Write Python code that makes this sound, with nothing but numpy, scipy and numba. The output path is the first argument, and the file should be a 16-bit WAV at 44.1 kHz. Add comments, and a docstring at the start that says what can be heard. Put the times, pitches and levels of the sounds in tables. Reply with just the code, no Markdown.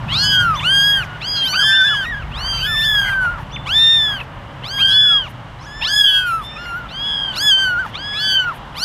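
"""Young kittens mew close by on a lawn in overlapping calls: vocal-fold overtones through a moving mouth resonance.
Far traffic is shaped noise in octave bands; wind on the microphone is low noise; an engine drones in noise and tones.
Grass rustles in swells of band-passed noise and ticks with short decaying modes.
A bird chirps twice with gliding sine partials. The camera softens loud peaks and cuts the top."""
import sys
import numpy as np
from scipy import signal
from scipy.fft import rfft, irfft
from scipy.io import wavfile
from scipy.ndimage import uniform_filter1d
from numba import njit

SR = 44100
rng = np.random.default_rng(int(sys.argv[2]) if len(sys.argv) > 2 else 0)


def transcribe(signal):
    """Save signal, clipped to [-1, 1], as a 16-bit WAV file at the path in sys.argv[1]."""
    frames = np.atleast_2d(signal).T
    limited = np.clip(frames, -1, 1)
    pcm = np.round(limited * 32767).astype(np.int16)
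    wavfile.write(sys.argv[1], SR, pcm)


N = 389844

# distant traffic, shape of its spectrum: f/Hz, relative level per Hz/dB
TRAFFIC_SPECTRUM = [(88, -12.5), (150, -10), (268, -14), (400, -20.5), (600, -16), (930, -12),
                    (1340, -16.5), (1830, -20), (2650, -27), (2860, -20.5), (4310, -36.5), (15500, -59.5)]
# loudness of the traffic: t/s, level between 250 and 700 Hz/dB
TRAFFIC_LEVEL = [(0, -39), (2.5, -42), (6.3, -44), (7.299, -41.5), (8.84, -43)]
# the low end: t/s, level of wind gusts on the microphone/dB, level of the engine's noise band/dB
WIND_AND_DRONE = [(.25, -33.5, -30.5), (1.1, -43, -34), (1.8, -51, -38.5), (2.251, -29.5, -34.5),
                  (4.4, -42, -35.5), (5.999, -40.5, -42.5), (8.84, -46, -41.5)]
# wavering tones of the engine: f/Hz, amplitude against the drone level/dB
ENGINE_TONES = [(125, -6), (152, -5), (577, -17.5)]
# swells of rustling grass: t of the middle/s, length/s, level at the middle/dB
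RUSTLE_SWELLS = [(.08, .14, -36), (2.49, .3, -32), (3.04, .3, -34), (3.31, .24, -32.5), (4.12, .2, -33)]
# short ticks among the blades: t/s, nominal peak level/dB
GRASS_TICKS = [(2.6633, -14), (6.655, -12), (6.6907, -18), (8.4412, -14)]
# ringing modes of a tick, each retuned at random: f/Hz, relative level/dB
BLADE_MODES = [(1650, -3), (2150, 0), (2800, -5), (4700, -15)]
# one pitch and loudness curve a mew: t/s, f of the pitch/Hz, level before the head's colour/dB
MEW_CURVES = [
    [(.082, 944, -40), (.234, 1660, -17.5), (.397, 1596, -15), (.519, 1390, -38)],
    [(.072, 784, -37.5), (.13, 1080, -21), (.197, 1422, -19.5), (.317, 1530, -20), (.422, 1434, -16.5),
     (.506, 1310, -13.5), (.541, 1220, -19), (.589, 890, -30)],
    [(.591, 827, -24), (.626, 1116, -26.5), (.656, 1407, -15.5), (.743, 1605, -13.5), (.798, 1614, -11.5),
     (.88, 1649, -12.5), (.955, 1618, -14), (1.015, 1456, -23.5), (1.052, 855, -34)],
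    [(.9, 1790, -41), (.978, 1855, -36), (1.09, 1443, -39), (1.165, 1443, -35), (1.2, 1214, -61)],
    [(1.202, 1044, -32.5), (1.29, 1636, -23.5), (1.457, 1581, -18.5), (1.514, 1498, -29.5),
     (1.594, 1499, -20.5), (1.659, 970, -34)],
    [(1.334, 1590, -36), (1.385, 1370, -26.5), (1.42, 1356, -35), (1.455, 1390, -40)],
    [(1.402, 757, -43), (1.444, 1057, -26.5), (1.512, 1466, -24), (1.621, 1589, -17), (1.791, 1542, -14),
     (1.826, 1509, -9), (1.868, 1650, -20), (1.945, 1194, -27.5), (1.968, 800, -37)],
    [(1.524, 1086, -21), (1.596, 1617, -19), (1.751, 1772, -12.5), (2.023, 1567, -21), (2.073, 1106, -28.5)],
    [(1.783, 1167, -28), (1.861, 1230, -34), (1.9, 1520, -33), (1.96, 1487, -28), (2.0, 1635, -38),
     (2.1, 1915, -21), (2.153, 1630, -24.5), (2.193, 1587, -32.5), (2.232, 1300, -36), (2.242, 1070, -48),
     (2.295, 1080, -50)],
    [(1.7, 1135, -35), (1.76, 1466, -29), (1.795, 1540, -23)],
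    [(3.04, 2024, -34), (3.07, 2070, -28.5), (3.105, 1950, -25)],
    [(2.3, 690, -46), (2.35, 1080, -37.5), (2.42, 1475, -29.5), (2.5, 1581, -22.5), (2.65, 1518, -25.5),
     (2.785, 1024, -36)],
    [(2.524, 1380, -32), (2.729, 1200, -42)],
    [(2.554, 898, -48), (2.634, 1550, -20), (2.694, 1752, -20.5), (2.801, 1776, -17.5), (2.991, 1636, -17),
     (3.093, 1444, -28), (3.153, 1014, -37)],
    [(2.761, 814, -28), (2.784, 935, -35.5), (2.876, 1673, -26.5), (2.99, 1640, -25), (3.25, 1467, -16.5),
     (3.285, 1388, -18), (3.307, 1434, -23), (3.385, 1188, -35.5), (3.403, 870, -33), (3.42, 810, -30)],
    [(3.648, 830, -35), (3.68, 1196, -24), (3.761, 1765, -12.5), (3.896, 1819, -8.5), (4.126, 1630, -22.5),
     (4.199, 1340, -32), (4.205, 1010, -27), (4.23, 780, -39)],
    [(3.73, 1090, -30.5), (3.874, 1390, -36.5), (3.996, 1130, -44)],
    [(4.624, 869, -29), (4.662, 1183, -32), (4.714, 1560, -26.5), (4.759, 1633, -25), (4.824, 1595, -12),
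     (5.009, 1508, -34), (5.106, 1397, -24.5), (5.24, 794, -42)],
    [(4.77, 888, -31.5), (4.856, 1584, -16.5), (5.006, 1715, -9.5), (5.176, 1634, -15),
     (5.256, 1390, -33.5), (5.28, 990, -34), (5.295, 794, -51)],
    [(4.871, 1106, -36.5), (5.014, 1595, -24), (5.096, 1396, -32), (5.146, 1060, -48)],
    [(5.575, 974, -47.5), (5.612, 1030, -40), (5.65, 1385, -41), (5.673, 1724, -36), (5.686, 1670, -37),
     (5.79, 1766, -35.5), (6.03, 1647, -15.5), (6.071, 1676, -14), (6.181, 1626, -14.5), (6.298, 1494, -43),
     (6.328, 1250, -43)],
    [(5.804, 798, -32), (5.832, 926, -22), (5.893, 1547, -20.5), (5.971, 1697, -15), (6.011, 1677, -10),
     (6.092, 1543, -9.5), (6.13, 1525, -23.5), (6.223, 1487, -21.5), (6.343, 1327, -17.5),
     (6.38, 1308, -24.5), (6.45, 950, -34)],
    [(6.031, 1466, -34), (6.328, 1200, -41)],
    [(6.39, 1550, -63), (6.45, 1782, -34), (6.53, 1794, -37.5), (6.665, 1690, -43)],
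    [(6.475, 923, -47), (6.55, 1328, -50), (6.567, 1230, -31.5), (6.59, 1384, -34.5), (6.655, 1424, -31.5),
     (6.75, 1378, -24.5), (6.768, 1460, -24.5), (6.82, 1420, -34.5), (6.88, 1280, -34)],
    [(6.874, 1050, -45), (6.952, 1555, -31), (7.074, 1676, -22.5), (7.234, 1637, -22.5), (7.376, 1402, -36)],
    [(6.962, 1075, -54), (7.109, 1604, -29), (7.268, 1583, -27), (7.338, 1483, -32), (7.398, 1444, -37)],
    [(7.313, 673, -39), (7.351, 1006, -32), (7.381, 1380, -19), (7.438, 1716, -17), (7.488, 1682, -8.5),
     (7.535, 1551, -9), (7.595, 1562, -17), (7.78, 1416, -17.5), (7.797, 1553, -18), (7.857, 1230, -28),
     (7.864, 902, -25.5), (7.89, 764, -46)],
    [(7.922, 961, -54), (7.954, 1150, -22), (7.987, 1490, -32), (8.039, 1653, -28.5), (8.259, 1699, -23),
     (8.371, 1563, -21.5), (8.473, 1383, -35), (8.508, 1230, -24)],
    [(8.122, 1022, -34), (8.189, 1374, -29.5), (8.241, 1541, -21.5), (8.381, 1527, -17.5),
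     (8.438, 1458, -23), (8.496, 1372, -19.5), (8.531, 967, -32.5), (8.568, 725, -47)],
    [(8.74, 751, -35.5), (8.815, 1417, -25), (8.87, 1640, -5)],
]
# the mouth opens, holds and closes, one row a mew: opening length/s, holding length/s, closing length/s,
# open resonance f/Hz, closed resonance f/Hz, open tilt/dB per octave, closed tilt/dB per octave,
# tremble depth (scales shake in % of pitch and flutter in dB), treble level from the way the head faces/dB
MOUTH_MOVES = [ (0.16, 0.0074, 0.27, 5620, 630, -5.5, 1, 0.39, -1),
               (0.12, 0.017, 0.19, 4630, 1300, -1.5, 0.5, 0.42, -2),
               (0.16, 0.15, 0.11, 3840, 2270, -5, -4, 0.32, 6.5),
               (0.086, 0.175, .035, 2360, 830, -13, -4, 0.34, -1),
               (0.1, .01, 0.33, 4530, 910, 5, 0, 0.51, -18.5),
               (.01, .01, .09, 4300, 4000, -3, -3, 0.83, -3),
               (.11, 0.0056, 0.24, 5060, 1390, 1.5, -1, 0.6, -4.5),
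               (0.089, 0.099, 0.35, 4180, 2040, -5.5, -4.5, 0.36, -3),
               (0.011, 0.06, 0.28, 3330, 2030, 10, -4.5, 1.5, -6),
               (0.039, .03, .01, 3200, 2000, -4, -6, 0.78, -1),
               (.01, 0.041, .01, 1900, 2050, -3, -7, 0.99, -1),
               (0.142, 0.172, 0.073, 3840, 1600, 4.5, -1, 0.39, -14.5),
               (0.0096, .01, .19, 3650, 2600, -8, -2, 0.4, -1),
               (0.2, 0.15, 0.2, 2810, 1790, 0, 0.5, 0.36, -2.5),
               (0.095, 0.0075, 0.36, 4050, 1270, -1.5, -4, 0.34, 4),
               (0.11, 0.18, 0.31, 3680, 2440, -3.5, -6, 0.32, 5),
               (0.0087, 0.061, 0.23, 3500, 2800, 1, -10, .7, -1),
               (0.057, 0.0084, 0.37, 4490, 1240, -2.5, -0.5, 0.33, 0),
               (0.085, 0.28, 0.2, 3430, 2800, -2, -15, 0.27, -6),
               (0.0081, 0.0084, 0.18, 5350, 1800, -2, -3, 0.32, 1),
               (0.043, 0.19, 0.19, 5720, 3310, -10.5, -8, 0.31, 0),
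               (0.094, 0.075, 0.3, 4200, 1220, -1.5, 1, 0.32, 2),
               (.01, .01, .23, 2740, 2300, -2, 3, .2, 2.5),
               (.01, 0.085, .09, 3900, 4440, 0.5, -6, 0.22, -13),
               (0.095, 0.11, 0.076, 1920, 1370, 0, 1.5, 0.84, -7),
               (0.012, .2, 0.23, 3510, 3140, -1.5, -2.5, 0.23, -5),
               (0.043, 0.267, 0.16, 3230, 1700, -6, -6, 0.735, -2),
               (0.063, 0.012, 0.38, 4530, 1300, -0.5, -3, 0.406, 0),
               (0.058, 0.2343, 0.26, 4100, 2100, -5, -13, 0.4, -5),
               (0.084, 0.1285, 0.14, 3950, 1260, -2.5, -2, 0.57, -3),
               (0.057, .02, .01, 4800, 4900, -3, -3.5, .2, 7.5), ]
# unchanging colour of a small head: f/Hz, level/dB
HEAD_COLOUR = [(1000, 0), (3500, 2), (8500, -3), (11500, 5), (13500, 0), (15500, -10)]
# a chirp, one curve a partial: t after the start/s, f/Hz, relative level/dB
CHIRP_PARTIALS = [
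    [(0, 1900, -16), (.02, 3050, -7), (.032, 3500, 0), (.058, 3520, -1), (.08, 3520, -9), (.16, 3520, -20)],
    [(0, 3300, -22), (.02, 5700, -13), (.035, 6100, -16), (.056, 6200, -20)],
    [(.058, 3500, 2), (.064, 2500, 3), (.078, 1700, -12)],
]
# the two chirps: t of the start/s, level/dB
CHIRP_STARTS = [(0.537, -24.5), (3.502, -26.5)]

MOUTH_START_HZ = 2635  # resonance as a mew begins
MOUTH_DAMP = 0.099  # width of the mouth resonance over its centre
HOARSE_START_S, HOARSENESS = .05, .45  # the folds beat unevenly until the call has settled
PATCHY_DB = 4.5  # spread of the breath noise's level
LATE = int(.035 * SR)  # samples by which the rasp outlasts the tone
CHIRP_SHAKE = .006  # quick tremble of the whistle's pitch, as a share
TOP_HZ = 15600  # upper limit of the camera's sound


def undb(db):
    """Decibels to amplitude."""
    return 10 ** (np.asarray(db) / 20)


def band(x, lo_hz, hi_hz):
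    """Band-pass."""
    return signal.sosfilt(signal.butter(2, [lo_hz, hi_hz], "band", fs=SR, output="sos"), x)


def unit(x):
    """Scale to an RMS of one."""
    return x / np.sqrt(np.mean(x ** 2))


def noise_band(size, lo_hz, hi_hz):
    """Band-passed white noise at an RMS of one."""
    return unit(band(rng.standard_normal(size), lo_hz, hi_hz))


def walk(rate, size=N):
    """Random levels held 1 / rate s and slewed twice; spread near 1."""
    hold = int(SR / rate)
    steps = np.repeat(rng.standard_normal(size // hold + 1), hold)
    return 1.634 * uniform_filter1d(uniform_filter1d(steps, hold), hold)[:size]


def sweep(hz):
    """Phase of a tone with a moving frequency."""
    return 2 * np.pi * np.cumsum(hz) / SR


def colour(hz, table):
    """Level in dB read from an f/Hz, level/dB table along log frequency."""
    f, db = np.transpose(table)
    return np.interp(np.log(hz), np.log(f), db)


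def glide(t, s, hz):
    """Smooth cubic curve through the points, with harmonic-mean slopes that restrain overshoot."""
    h, d = np.diff(s), np.diff(hz) / np.diff(s)
    a, b = 2 * h[1:] + h[:-1], h[1:] + 2 * h[:-1]
    mean = (a + b) * d[1:] * d[:-1] / (a * d[1:] + b * d[:-1] + 1e-9)
    inner = np.where(d[1:] * d[:-1] > 0, mean, 0)  # flat at peaks and dips
    m = np.r_[d[0], inner, d[-1]]
    if len(inner):
        m[[0, -1]] = (3 * d[[0, -1]] - inner[[0, -1]]) / 2
    i = np.clip(np.searchsorted(s, t) - 1, 0, len(h) - 1)
    u = (t - s[i]) / h[i]
    cubic = m[i] + m[i + 1] - 2 * d[i]
    square = 3 * d[i] - 2 * m[i] - m[i + 1]
    return hz[i] + h[i] * u * (m[i] + u * (square + u * cubic))


def play(rows, fade_s):
    """First sample, gliding pitch, level in dB, and a fade in with a somewhat shorter fade out."""
    s, hz, db = np.transpose(rows)
    at = int(s[0] * SR)
    t = np.arange(at, int(s[-1] * SR)) / SR
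    fade = np.clip(np.minimum(t - s[0], (s[-1] - t) / 0.68) / fade_s, 0, 1)
    return at, glide(t, s, hz), np.interp(t, s, db), fade


def add(out, at, x):
    """Mix x in from sample at, cut off at the end of the scene."""
    out[at:at + len(x)] += x[:max(N - at, 0)]


def traffic():
    """Overlapping octave bands of far-off road noise that swell together and flicker alone."""
    f = np.maximum(np.fft.rfftfreq(N, 1 / SR), 1)
    spectrum = rfft(rng.standard_normal(N)) * undb(colour(f, TRAFFIC_SPECTRUM))
    out, swell = np.zeros(N), walk(0.12)
    for hz in 30 * 2. ** np.arange(10):
        share = np.cos(np.pi / 2 * np.clip(np.log2(f / hz), -1, 1)) ** 2
        out += irfft(spectrum * share, N) * undb(0.4 * swell + 0.8 * walk(3.95))
    s, db = np.transpose(TRAFFIC_LEVEL)
    return out / np.std(band(out, 250, 700)) * undb(np.interp(np.arange(N) / SR, s, db))


def wind():
    """Light wind buffets the membrane: low noise with an unsteady level."""
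    s, gust_db, _ = np.transpose(WIND_AND_DRONE)
    level_db = np.interp(np.arange(N) / SR, s, gust_db) + 0.72 * walk(8.2)
    return noise_band(N, 36, 66.3) * undb(level_db)


def engine():
    """A far engine drones just above the wind: a noise band and tones that waver in pitch and level."""
    s, _, drone_db = np.transpose(WIND_AND_DRONE)
    out = noise_band(N, 85.0, 152.0) * undb(1.4 * walk(1.8))
    for hz, db in ENGINE_TONES:
        level = undb(db + 2.25 * walk(2.42))
        out += level * np.sin(sweep(hz * (1 + 0.00783 * walk(1.7))))
    return out * undb(np.interp(np.arange(N) / SR, s, drone_db))


def rustle():
    """Dense grains of uneven size, heard in swells as the grass rustles."""
    t = np.arange(N) / SR
    grains = rng.standard_normal(N) * undb(2.5 * walk(120))
    swell = sum(undb(db) * np.exp(-(2 * (t - mid) / length) ** 4) for mid, length, db in RUSTLE_SWELLS)
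    return swell * unit(band(grains, 810, 1660))


def ticks():
    """Single ticks among the blades: a few modes that ring for some ms, tuned afresh each time."""
    out = np.zeros(N)
    t = np.arange(int(.03 * SR)) / SR
    for s, db in GRASS_TICKS:
        ring = np.zeros(len(t))
        for hz, mode_db in BLADE_MODES:
            detune, phase = rng.standard_normal(2)
            ring += undb(mode_db - 5) * np.sin(2 * np.pi * hz * (1 + .05 * detune) * t + phase)
        decay = undb(db - 60 * t / 0.022)
        add(out, int(s * SR), ring * decay * np.clip(t / 0.005, 0, 1))
    return out


def overtone_gains(t, k, hz, mouth):
    """Gain of each overtone k: spectral tilt, moving mouth resonance, then the colour of the head."""
    *lengths, open_hz, closed_hz, open_db, closed_db, tremble, treble_db = mouth
    moments = np.cumsum(np.abs([0, *lengths]))
    mouth_hz = np.interp(t, moments, [MOUTH_START_HZ, open_hz, open_hz, closed_hz])
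    tilt_db = np.interp(t, moments[2:], [open_db, closed_db])
    tilt_db = tilt_db - 5 * np.exp(-t / .035)  # a call begins dull
    u = k * hz / mouth_hz
    resonance = 1 / np.hypot(1 - u ** 2, MOUTH_DAMP * u)
    gain = undb(tilt_db * np.log2(k)) * (resonance + 0.019)  # some treble passes a shut mouth
    gain *= undb(-1.1 * np.exp(-t / .04) * np.maximum(k - 4, 0))  # the top overtones come in late
    gain /= np.sqrt(np.sum(gain[:9] ** 2, axis=0))
    gain *= undb(colour(k * hz, HEAD_COLOUR)) * (k * hz < .4 * SR)
    gain *= undb(treble_db * np.clip(np.log2(k * hz / 5500), 0, 1))
    # every overtone wavers by itself as the head turns, the high ones most
    size = len(hz)
    waver_db = [n * (.3 * walk(25, size) + .35 * walk(7, size)) for n in np.minimum(k, 9)]
    # a trembling voice also flutters in level
    return gain * undb(waver_db + tremble * walk(200, size))


def breath(t, db, fade, edges, start, treble_db):
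    """Air noise: a steady hiss, a breathy opening, and a patchy rasp past the slack folds."""
    size = len(t)
    hiss = noise_band(size, 9000, 14500) * undb(db - 50 + treble_db + 12 * edges)
    puff = noise_band(size, 4500, 8000) * undb(db - 21 + PATCHY_DB * walk(60, size))
    puff *= start * t / HOARSE_START_S
    # the rasp outlasts the tone a little
    leak = np.r_[edges * np.maximum.accumulate(fade), np.hanning(2 * LATE)[LATE:]]
    size = len(leak)
    rasp = sum(noise_band(size, f, 1.48 * f) * undb(PATCHY_DB * walk(50.4, size)) for f in (2500, 4500, 9000))
    rasp *= leak * undb(np.median(db) - 40.5)
    return np.pad((hiss + puff) * fade, (0, LATE)) + rasp


def mew(rows, mouth):
    """Overtones of the vocal folds through one moving mouth resonance, with air noise."""
    at, hz, db, fade = play(rows, fade_s=.017)
    size = len(hz)
    t = np.arange(size) / SR
    tremble, treble_db = mouth[-2:]
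    edges = np.exp(-t / 0.0264) + np.exp((t - t[-1]) / 0.042)  # folds are slack as the call starts and ends
    shake = .5 * tremble * walk(60, size) + (.7 * tremble + 2.2 * edges) * walk(200, size)
    hz = hz * (1 + shake / 100)
    k = np.arange(1, 17)[:, None]
    gain = overtone_gains(t, k, hz, mouth)
    tone = np.sqrt(2) * np.sum(gain * np.cos(k * sweep(hz)), axis=0)
    # uneven beating roughens the start and the end
    start = np.exp(-(t / HOARSE_START_S) ** 2)
    hoarse = HOARSENESS * np.maximum(start, edges.clip(0, 1))
    tone *= np.sqrt(1 - hoarse ** 2) + hoarse * walk(900, size)
    voice = np.pad(tone * undb(db) * fade, (0, LATE))
    return at, voice + breath(t, db, fade, edges, start, treble_db)


def kittens():
    """All mews, with a faint decaying scatter from the ground, the wall and the trees."""
    out = np.zeros(N)
    for rows, mouth in zip(MEW_CURVES, MOUTH_MOVES):
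        add(out, *mew(rows, mouth))
    t = np.arange(int(.3 * SR)) / SR
    scatter = rng.standard_normal(len(t)) * undb(-60 * t / 0.28) * (t > .004)
    scatter /= np.linalg.norm(scatter)
    return out + undb(-23) * signal.fftconvolve(out, scatter)[:N]


def bird():
    """Two alike chirps of thin whistled partials, each a gliding sine with a quick tremble."""
    out = np.zeros(N)
    for start, level_db in CHIRP_STARTS:
        for rows in CHIRP_PARTIALS:
            at, hz, db, fade = play(rows, fade_s=0.00083)
            whistle = np.sin(sweep(hz * (1 + CHIRP_SHAKE * walk(600, len(hz)))))
            level = undb(db + level_db + 2 * walk(120, len(hz)))
            add(out, at + int(start * SR), whistle * level * fade)
    return out


def scene():
    """The lawn in one channel: traffic, wind, engine, grass, kittens and bird."""
    return (traffic() + wind() + engine() + rustle() + ticks() + kittens() + bird())[None]


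@njit
def follow(x, attack, release):
    """Envelope that rises fast and falls slowly."""
    e, out = 0., np.empty(len(x))
    for i in range(len(x)):
        e += (abs(x[i]) - e) * (attack if abs(x[i]) > e else release)
        out[i] = e
    return out


def record(dry):
    """The camera turns its gain down under the loudest sounds and cuts the top."""
    loud = follow(dry[0], 1 / (.0015 * SR), 1 / (.06 * SR))  # 1.5 ms attack, 60 ms release
    gain = np.minimum(1, undb(-7) / (loud + 1e-9)) ** .7
    return signal.sosfilt(signal.ellip(10, .2, 70, TOP_HZ, fs=SR, output="sos"), dry * gain)


dry = scene()
out = record(dry)
transcribe(out)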